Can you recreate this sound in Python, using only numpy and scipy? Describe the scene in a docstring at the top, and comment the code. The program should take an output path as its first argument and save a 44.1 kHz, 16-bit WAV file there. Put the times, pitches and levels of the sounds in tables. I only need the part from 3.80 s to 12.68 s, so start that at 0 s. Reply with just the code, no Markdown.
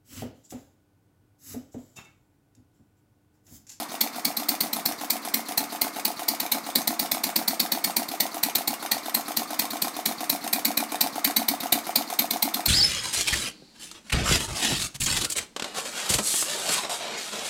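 """A small four-stroke model engine is already running on a wooden base in a workshop, 8.4 cycles a second.
Most cycles fire: hot gas spits from a short exhaust pipe, then the cylinder booms with a rising note.
The valve gear clatters, the crank knocks and the room rings briefly. A cycle that misses has no spit or
boom. Misses are common in the first 3 s, stop for a while and return from 4.5 s on.
Towards the end, near 9 s, the boom and the knock are a little louder."""
import sys
import numpy as np
from scipy import signal
from scipy.fft import rfft, irfft
from scipy.io import wavfile
from scipy.ndimage import uniform_filter1d

SR = 44100
rng = np.random.default_rng(int(sys.argv[2]) if len(sys.argv) > 2 else 0)


def master_out(mix):
    """Clip the mix to full scale and print it as 16-bit PCM to the path in sys.argv[1]."""
    frames = np.transpose(np.atleast_2d(mix))
    ceiling = np.clip(frames, -1, 1)
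    pcm = np.round(ceiling * 32767).astype(np.int16)
    wavfile.write(sys.argv[1], SR, pcm)


N = 391608
LEAD = SR // 10  # extra samples before the start, so the engine is already running
SIZE = N + LEAD

# how long the workshop rings: f/Hz, time to fade by 60 dB/s
ROOM_FADE = [(150, 0.41), (300, 0.24), (1000, 0.23), (4000, 0.18), (9000, 0.2), (15000, 0.15)]
# standing waves between bench and walls: f/Hz, width/Hz, level/dB
STANDING_WAVES = [(227.8, 5.6, 3.5), (284, 14.6, -1), (442, 9.4, -5.5), (521, 7.4, -14), (696, 30, -8.5)]
# the listener swings round towards the cylinder head: t/s, level/dB
FACING_LEVEL = [(0, -2.5), (2, -1.5), (4.501, -1.5), (6, -0.5), (7, -0.5), (8.8, -1)]
# tone colour of bearings, belt and flywheel: f/Hz, level/dB
WHIRR_COLOUR = [(25, -39), (70, -38), (150, -28), (270, 5.5), (400, -4.5), (720, -1.5), (1200, 2.5),
                (1600, -6), (2200, -2.5), (3000, -17), (4500, -11.5), (8000, -16.5), (13000, -32),
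                (16000, -37)]
# crank speed, two turns to a cycle: t/s, speed/rpm
CRANK_SPEED = [(0, 985), (.79, 1016), (.9, 942), (1.58, 1026), (1.88, 1001), (2.41, 1034), (3.6, 976),
               (3.64, 1026), (4.06, 963), (4.53, 1063), (4.77, 964), (5.45, 1081), (5.99, 1056),
               (6.22, 982), (6.66, 1038), (6.9, 971), (7.1, 1023), (7.91, 996), (7.93, 1029), (8.8, 1026)]
# strength of the crank's knock: t/s, level/dB
KNOCK_LEVEL = [(0, -33), (2.9, -32), (4.4, -30), (5.8, -31.5), (7.1, -28), (8.8, -28)]
# gas pushed past the valve by the piston: t/s from the knock, hiss level/dB, pipe level/dB
PISTON_GAS = [(-.06, -47, -56), (-.05, -44, -41), (-.036, -49, -48.5), (-.022, -40, -47),
              (-.008, -38.5, -74), (.002, -42, -61), (.02, -41, -69), (.05, -92, -68)]
# tone colour of steel striking steel: f/Hz, level/dB
STEEL_COLOUR = [(100, -27.5), (400, 7.5), (900, 2), (1500, 5.5), (2800, 5), (5500, 0), (8000, 1),
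                (13000, 3.5), (14500, -4), (16000, -35)]
# ringing springs, rods and flywheel rim: f/Hz, width/Hz, level/dB
METAL_NOTES = [(1066, 34, 7), (2340, 72, -3), (3660, 104, 2.5), (5060, 230, 1), (5540, 260, -6),
               (6360, 220, 1.5), (8370, 13, 11), (14400, 300, 4)]
# notes of the engine bed and its wooden base: f/Hz, level/dB, time to fade by 60 dB/s
BASE_NOTES = [(317.6, -7, 0.049), (445, -11, 0.018), (705, -3, 0.032), (832, -3, 0.027), (1020, -5, 0.019),
              (1270, -8, 0.021)]
# blows of the valve gear in each cycle: t/s from the knock, click level/dB, decay/s,
# level/dB into the base, timing scatter/s, f/Hz of the struck part, its level/dB
GEAR_BLOWS = [(-.039, -36, 0.0018, -42, .0006, 6000, -37.5),
              (-.0272, -29, 0.0056, -30, 0.00051, 11100, -34),
              (-.0235, -30.5, 0.0035, -26, .0009, 3750, -38), (-.0015, -30, .0017, -76, .0006, 14400, -38),
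              (.0335, -45, .0028, -37, 0.0011, 1200, -42.5),
              (0.0376, -62, .0023, -40.5, 0.00111, 1100, -47)]
# cycles that do not fire: cycle number
MISSED_CYCLES = [1, 3, 10, 12, 14, 16, 18, 20, 24, 38, 42, 44, 46, 48, 52, 54, 56, 60, 62, 68, 70]
# firings that burn poorly: cycle number, change of level/dB
POOR_BURNS = {5: -4.5, 8: -4, 22: -2.5, 36: -13.5, 50: -11, 66: -14, 72: -3, 74: -5.5}
# strength of an ordinary firing: t/s, gas level/dB, boom level/dB
FIRING_LEVEL = [(0, -20.5, -40.5), (2.5, -21, -41.5), (3, -20, -38), (4.5, -19.5, -38), (5.6, -21.5, -38.5),
                (6.4, -21, -37), (6.9, -19.5, -38), (7.7, -18, -36), (8.8, -19.5, -35)]
# tone colour of escaping gas: f/Hz, level/dB
GAS_COLOUR = [(30, -33), (130, -13), (280, 3), (500, -6), (850, 5), (1400, -14), (2300, -4.5), (3100, -5),
              (5000, 0), (7500, -1.5), (11000, -1), (14000, 1), (16000, -1)]
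# note of the exhaust pipe: t/s, f/Hz
PIPE_PITCH = [(0, 4245), (3.7, 4325), (6, 4144), (8.8, 4130)]
# overtones of the pipe: multiple of its note, width/Hz, level/dB relative to its hiss
PIPE_OVERTONES = [(2.09, 890, -11.5), (3.08, 1140, -4.5), (3.33, 1500, -4.5)]
# echoes off hard faces near the exhaust: delay/s at the start, delay/s at the end, level/dB
NEAR_ECHOES = [(.0009, 0.00141, -14.5), (.0026, .0019, -12.5)]


def gain_of(db):
    """Turns decibels into a factor to multiply by."""
    return 10 ** (np.asarray(db) / 20)


def unit_rms(x):
    """Scales a signal to an average strength (rms) of 1."""
    return x / np.sqrt(np.mean(x ** 2) + 1e-20)


def at_frequency(points, hz):
    """Reads a table at hz, on a log-frequency axis."""
    f, value = np.transpose(points)
    return np.interp(np.log(hz + 1), np.log(f + 1), value)


def at_time(points, s):
    """Reads every column of a table at time s."""
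    times, *columns = np.transpose(points)
    return [np.interp(s, times, column) for column in columns]


def add(mix, s, sound):
    """Mixes in a sound that starts at time s."""
    part = mix[max(0, round(s * SR) + LEAD):][:len(sound)]
    part += sound[:len(part)]


def coloured(x, colour, size=2048):
    """Gives a sound a tone colour; white noise keeps its power."""
    hz = abs(np.fft.fftfreq(size, 1 / SR))
    log_gain = np.log(unit_rms(gain_of(at_frequency(colour, hz))))
    taps = np.fft.ifft(np.exp(np.conj(signal.hilbert(log_gain)))).real  # rings only after a click
    return signal.oaconvolve(x, taps)[:len(x)]


def resonate(x, hz, width):
    """Makes a sound ring around a steady or gliding pitch; white noise keeps its power."""
    turn = np.exp(2j * np.pi * np.cumsum(np.full(len(x), hz)) / SR)
    r = np.exp(-np.pi * width / SR)
    pole = [1 - r], [1, -r]
    smoothed = signal.lfilter(*pole, signal.lfilter(*pole, x / turn))
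    return (turn * smoothed).real * np.sqrt(8 / (1 - r))


def ringing(x, notes):
    """The narrow notes that a sound sets ringing."""
    return sum(gain_of(db) * signal.lfilter(*signal.iirpeak(hz, hz / width, SR), x)
               for hz, width, db in notes)


def facing():
    """The changing gain of the parts that face the listener."""
    return gain_of(at_time(FACING_LEVEL, (np.arange(SIZE) - LEAD) / SR)[0])


def crank_times(share, first_s=-.0298):
    """The times at which each cycle has run the given share of its course."""
    t = np.arange(first_s, N / SR, 1 / SR)
    cycles_done = np.cumsum(at_time(CRANK_SPEED, t)[0]) / (2 * 60 * SR)
    return np.interp(np.arange(share, cycles_done[-1]), cycles_done, t)


def all_cycles(knock_share=.4364, scatter_db=0.4, snap_s=.0087, s_per_rpm=.00003, scatter_s=.0009):
    """One row per cycle, fired or not: knock t/s, knock level/dB, delay/s until the valve shuts."""
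    s = crank_times(knock_share)
    (rpm,), (db,) = at_time(CRANK_SPEED, s), at_time(KNOCK_LEVEL, s)
    luck = rng.standard_normal((len(s), 2)).T
    lag = snap_s + s_per_rpm * (rpm - rpm.mean()) + scatter_s * luck[1]  # thrown faster, it shuts later
    return np.transpose([s, db + scatter_db * luck[0], lag])


def fired_cycles(flush_db=1.54, scatter_db=0.49, pipe_db=-4, pipe_scatter_db=0.94, pitch_scatter=.03):
    """One row per firing: peak flow t/s, gas level/dB, pipe f/Hz, pipe level/dB, boom level/dB."""
    s = crank_times(0)
    fires = ~np.isin(np.arange(len(s)), MISSED_CYCLES)
    burn_db = np.array([POOR_BURNS.get(cycle, 0) for cycle in range(len(s))])
    # a miss or a very poor burn flushes the cylinder, so the next firing is stronger
    flushed = np.r_[False, (~fires | (burn_db < -6))[:-1]]
    (gas_db, boom_db), (hz,) = at_time(FIRING_LEVEL, s), at_time(PIPE_PITCH, s)
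    luck = rng.standard_normal((len(s), 3)).T
    force_db = burn_db + flush_db * flushed + scatter_db * luck[0]
    ring_db = gas_db + pipe_db + 0.94 * force_db + pipe_scatter_db * luck[1]
    pitch = hz * (1 + pitch_scatter * luck[2])
    return np.transpose([s, gas_db + force_db, pitch, ring_db, boom_db + 0.53 * burn_db])[fires]


def workshop(x, first_s=0.00505, bass_db=-5, treble_db=-6.0, drift_hz=0.364):
    """Dense echoes, each band fading at its own speed; their pattern drifts as the listener moves."""
    out, clock, n = np.zeros(SIZE), np.arange(SIZE) / SR, SR // 3
    for third in np.arange(3) / 3:  # three echo patterns fade in and out in turn
        echoes = rng.standard_normal(n) * (rng.random(n) < .15) * (np.arange(n) > first_s * SR)
        hz, t, bands = signal.stft(echoes, SR, nperseg=256)
        fade = gain_of(-60 * t / at_frequency(ROOM_FADE, hz)[:, None])
        tail = signal.istft(bands * fade, SR, nperseg=256)[1]
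        tilt_db = at_frequency([(700, bass_db), (3000, treble_db)], np.fft.rfftfreq(len(tail), 1 / SR))
        tail = irfft(rfft(tail / np.linalg.norm(tail)) * gain_of(tilt_db))[:SR // 4]
        share = np.sqrt(2 / 3) * np.cos(np.pi * (drift_hz * clock + third))
        out += signal.oaconvolve(x * share, tail)[:SIZE]
    return out


def whirr(level_db=-42.5):
    """Bearings, belt and flywheel rub steadily as they turn."""
    return gain_of(level_db) * coloured(rng.standard_normal(SIZE), WHIRR_COLOUR)


def valve_thump(cycles, hz=240, early_s=.057, length_s=0.013, level_db=-44):
    """A soft low thump each time the exhaust valve cracks open."""
    out, t = np.zeros(SIZE), np.arange(round(length_s * SR)) / SR
    swell = np.sin(np.pi * t / length_s) ** 2
    for s, *_ in cycles:
        note = np.sqrt(2) * np.sin(2 * np.pi * (hz * rng.uniform(0.78, 1.145) * t + rng.random()))
        add(out, s - early_s, gain_of(level_db) * note * swell)
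    return out


def piston_hiss(cycles, pipe_hz=4300, width_hz=950):
    """The piston pushes gas past the valve and through the pipe in every cycle, fired or not."""
    hiss, pipe = np.zeros((2, SIZE))
    t = np.arange(PISTON_GAS[0][0], PISTON_GAS[-1][0], 1 / SR)
    hiss_shape, pipe_shape = gain_of(at_time(PISTON_GAS, t))
    for s, *_ in cycles:
        add(hiss, s + t[0], hiss_shape * rng.standard_normal(len(t)))
        add(pipe, s + t[0], pipe_shape * rng.standard_normal(len(t)))
    return coloured(hiss, GAS_COLOUR) + resonate(pipe, pipe_hz, width_hz)


def click(db, decay_s, spread_db=2.6):
    """Steel meets steel in a brief crackle, never twice equally hard."""
    t = np.arange(SR // 50) / SR
    strength = gain_of(db + spread_db * rng.standard_normal())
    return strength * np.exp(-t / decay_s) * rng.standard_normal(len(t))


def clatter(steel, click_db=-3, ring_db=-1):
    """The bare clicks and the metal that they set ringing."""
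    clicks = coloured(steel, STEEL_COLOUR)
    return gain_of(click_db) * clicks + gain_of(ring_db) * ringing(clicks, METAL_NOTES)


def wooden_base(blows, contact_s=0.00027):
    """Each blow makes the base ring with a few short notes."""
    t = np.arange(SR // 8) / SR
    ring = sum(gain_of(db - 60 * t / fade_s) * np.sin(2 * np.pi * hz * t)
               for hz, db, fade_s in BASE_NOTES)
    return signal.oaconvolve(blows, ring * (1 - np.exp(-t / contact_s)))[:SIZE]


def valve_gear(cycles, firings, snap_db=-24.5, snap_decay_s=0.0023, bounce_s=.0034, bounce_db=-31,
               seat_db=-37, push_db=-13, push_early_s=0.006115):
    """Cam, rocker and valve strike in the same order each cycle: the steel clicks and the base rings."""
    steel, blows, parts = np.zeros((3, SIZE))
    for s, _, lag in cycles:
        for offset, steel_db, decay_s, base_db, scatter, part_hz, part_db in GEAR_BLOWS:
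            at = s + offset + scatter * rng.standard_normal()
            add(steel, at, click(steel_db, decay_s))
            add(parts, at, resonate(click(part_db, decay_s), part_hz, width=0.17 * part_hz))
            add(blows, at, gain_of([base_db + 2 * rng.standard_normal()]))
        # the valve snaps onto its seat and bounces once
        shut = s + lag - .0007
        add(steel, shut, click(snap_db, snap_decay_s))
        add(steel, shut + bounce_s * rng.uniform(.7, 1.3), click(bounce_db, snap_decay_s))
        add(blows, shut, gain_of([seat_db]))
    for s, gas_db, *_ in firings:  # the rocker forces the valve open against the pressure
        add(blows, s - push_early_s, gain_of([gas_db + push_db]))
    bass_cut = signal.butter(4, 170, "highpass", fs=SR, output="sos")  # a small board gives no deep bass
    return facing() * signal.sosfilt(bass_cut, clatter(steel) + parts + wooden_base(blows))


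def crank_knock(cycles, hz=745, early_s=0.003, rise_s=0.0022, boost_db=8, echo_s=0.00423, echo_db=-12):
    """Slack in the crank is taken up once a cycle: a short hollow knock, thrown back by the bench."""
    out, t = np.zeros(SIZE), np.arange(SR // 50) / SR
    shape = (t / rise_s * np.exp(1 - t / rise_s)) ** 2
    for s, db, _ in cycles:
        note = np.cos(2 * np.pi * hz * rng.uniform(1.0, 1.03) * (t - early_s))
        knock = gain_of(db + boost_db) * shape * note
        add(out, s - early_s, knock)
        add(out, s - early_s + echo_s, gain_of(echo_db) * knock)
    return out


def cylinder_boom(firings, low_hz=115, high_hz=320, glide_s=0.0227, length_s=0.052, early_s=0.003,
                  roughness=0.33, puff_db=-6, puff_s=0.00063):
    """The open cylinder is like a bottle that shrinks as the piston comes up, so its note rises."""
    out, t = np.zeros(SIZE), np.arange(round(length_s * SR)) / SR
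    hz = high_hz + (low_hz - high_hz) * np.exp(-t / glide_s)
    swell = np.sin(np.pi * t / length_s)
    puff = gain_of(puff_db) * (1 - t / puff_s) * np.exp(-t / puff_s)  # the slug of gas itself
    for s, *_, db in firings:
        note = np.sqrt(2) * np.sin(2 * np.pi * np.cumsum(hz * rng.uniform(0.97, 1.005)) / SR)
        note += roughness * resonate(rng.standard_normal(len(t)), hz, width=125)
        add(out, s - early_s, gain_of(db) * (swell * note + puff))
    return out


def with_near_echoes(x):
    """The exhaust's treble glances off base and flywheel; the paths change as the listener moves."""
    n = np.arange(SIZE)
    echoes = sum(gain_of(db) * np.interp(n - np.linspace(start, end, SIZE) * SR, n, x)
                 for start, end, db in NEAR_ECHOES)
    return x + signal.sosfilt(signal.butter(1, 2500, "highpass", fs=SR, output="sos"), echoes)


def port_bark(jet, hz=2220, width_hz=950, level_db=-12):
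    """The exhaust port rings with a hollow bark, beamed along the cylinder."""
    return gain_of(level_db) * facing() ** 2 * resonate(jet, hz, width_hz)


def exhaust(firings, rise_s=0.0037, fall_s=0.0039, glide=0.055, glide_s=0.0069, width_hz=780,
            hiss_db=-1.0, roar_db=-2, sputter=0.11):
    """A sputtering jet swells as the valve lifts; the pipe rings higher as it fills with hot gas."""
    jet, pipe = np.zeros((2, SIZE))
    t = np.arange(-SR // 100, SR // 40) / SR  # zero at the peak of the flow
    lift = np.exp(np.minimum(t / rise_s, -t / fall_s)) * np.clip((t + 0.0071) / 0.0027, 0, 1)
    noise = lambda: rng.standard_normal(len(t))
    unit_burst = lambda x: x / np.sqrt(np.mean(x[abs(t) < .0045] ** 2))  # rms 1 around the peak
    for s, gas_db, hz, pipe_db, _ in firings:
        flow = lift * np.exp(sputter * unit_rms(uniform_filter1d(noise(), size=44)))
        pitch = hz * (1 + glide * np.tanh(t / glide_s))
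        blown = lambda multiple, width: unit_burst(flow * resonate(noise(), multiple * pitch, width))
        overtones = sum(gain_of(db) * blown(multiple, width) for multiple, width, db in PIPE_OVERTONES)
        add(pipe, s + t[0], gain_of(pipe_db) * blown(1, width_hz) + gain_of(gas_db + hiss_db) * overtones)
        add(jet, s + t[0], gain_of(gas_db + roar_db) * unit_burst(flow * noise()))
    return with_near_echoes(pipe), with_near_echoes(coloured(jet, GAS_COLOUR) + port_bark(jet))


def scene(knock_room_db=-6, pipe_room_db=-2.0, jet_room_db=1.5):
    """The engine close by; the room scatters its clatter and answers the bass with its own notes."""
    cycles, firings = all_cycles(), fired_cycles()
    pipe, jet = exhaust(firings)
    works = piston_hiss(cycles) + valve_gear(cycles, firings)
    knock = crank_knock(cycles)
    engine = pipe + jet + works + knock + cylinder_boom(firings) + valve_thump(cycles)
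    # the pipe beams its ring forwards, while the jet sprays sound all round
    exhaust_to_room = gain_of(pipe_room_db) * pipe + gain_of(jet_room_db) * jet
    room = workshop(works + exhaust_to_room + gain_of(knock_room_db) * knock)
    return (engine + room + ringing(engine, STANDING_WAVES) + whirr())[None, LEAD:]


def record(dry, edge_hz=15800):
    """Cuts away the very highest treble."""
    treble_cut = signal.firwin(301, edge_hz, window=("kaiser", 8), fs=SR)
    return signal.oaconvolve(dry, treble_cut[None], "same")


dry = scene()
out = record(dry)
master_out(out)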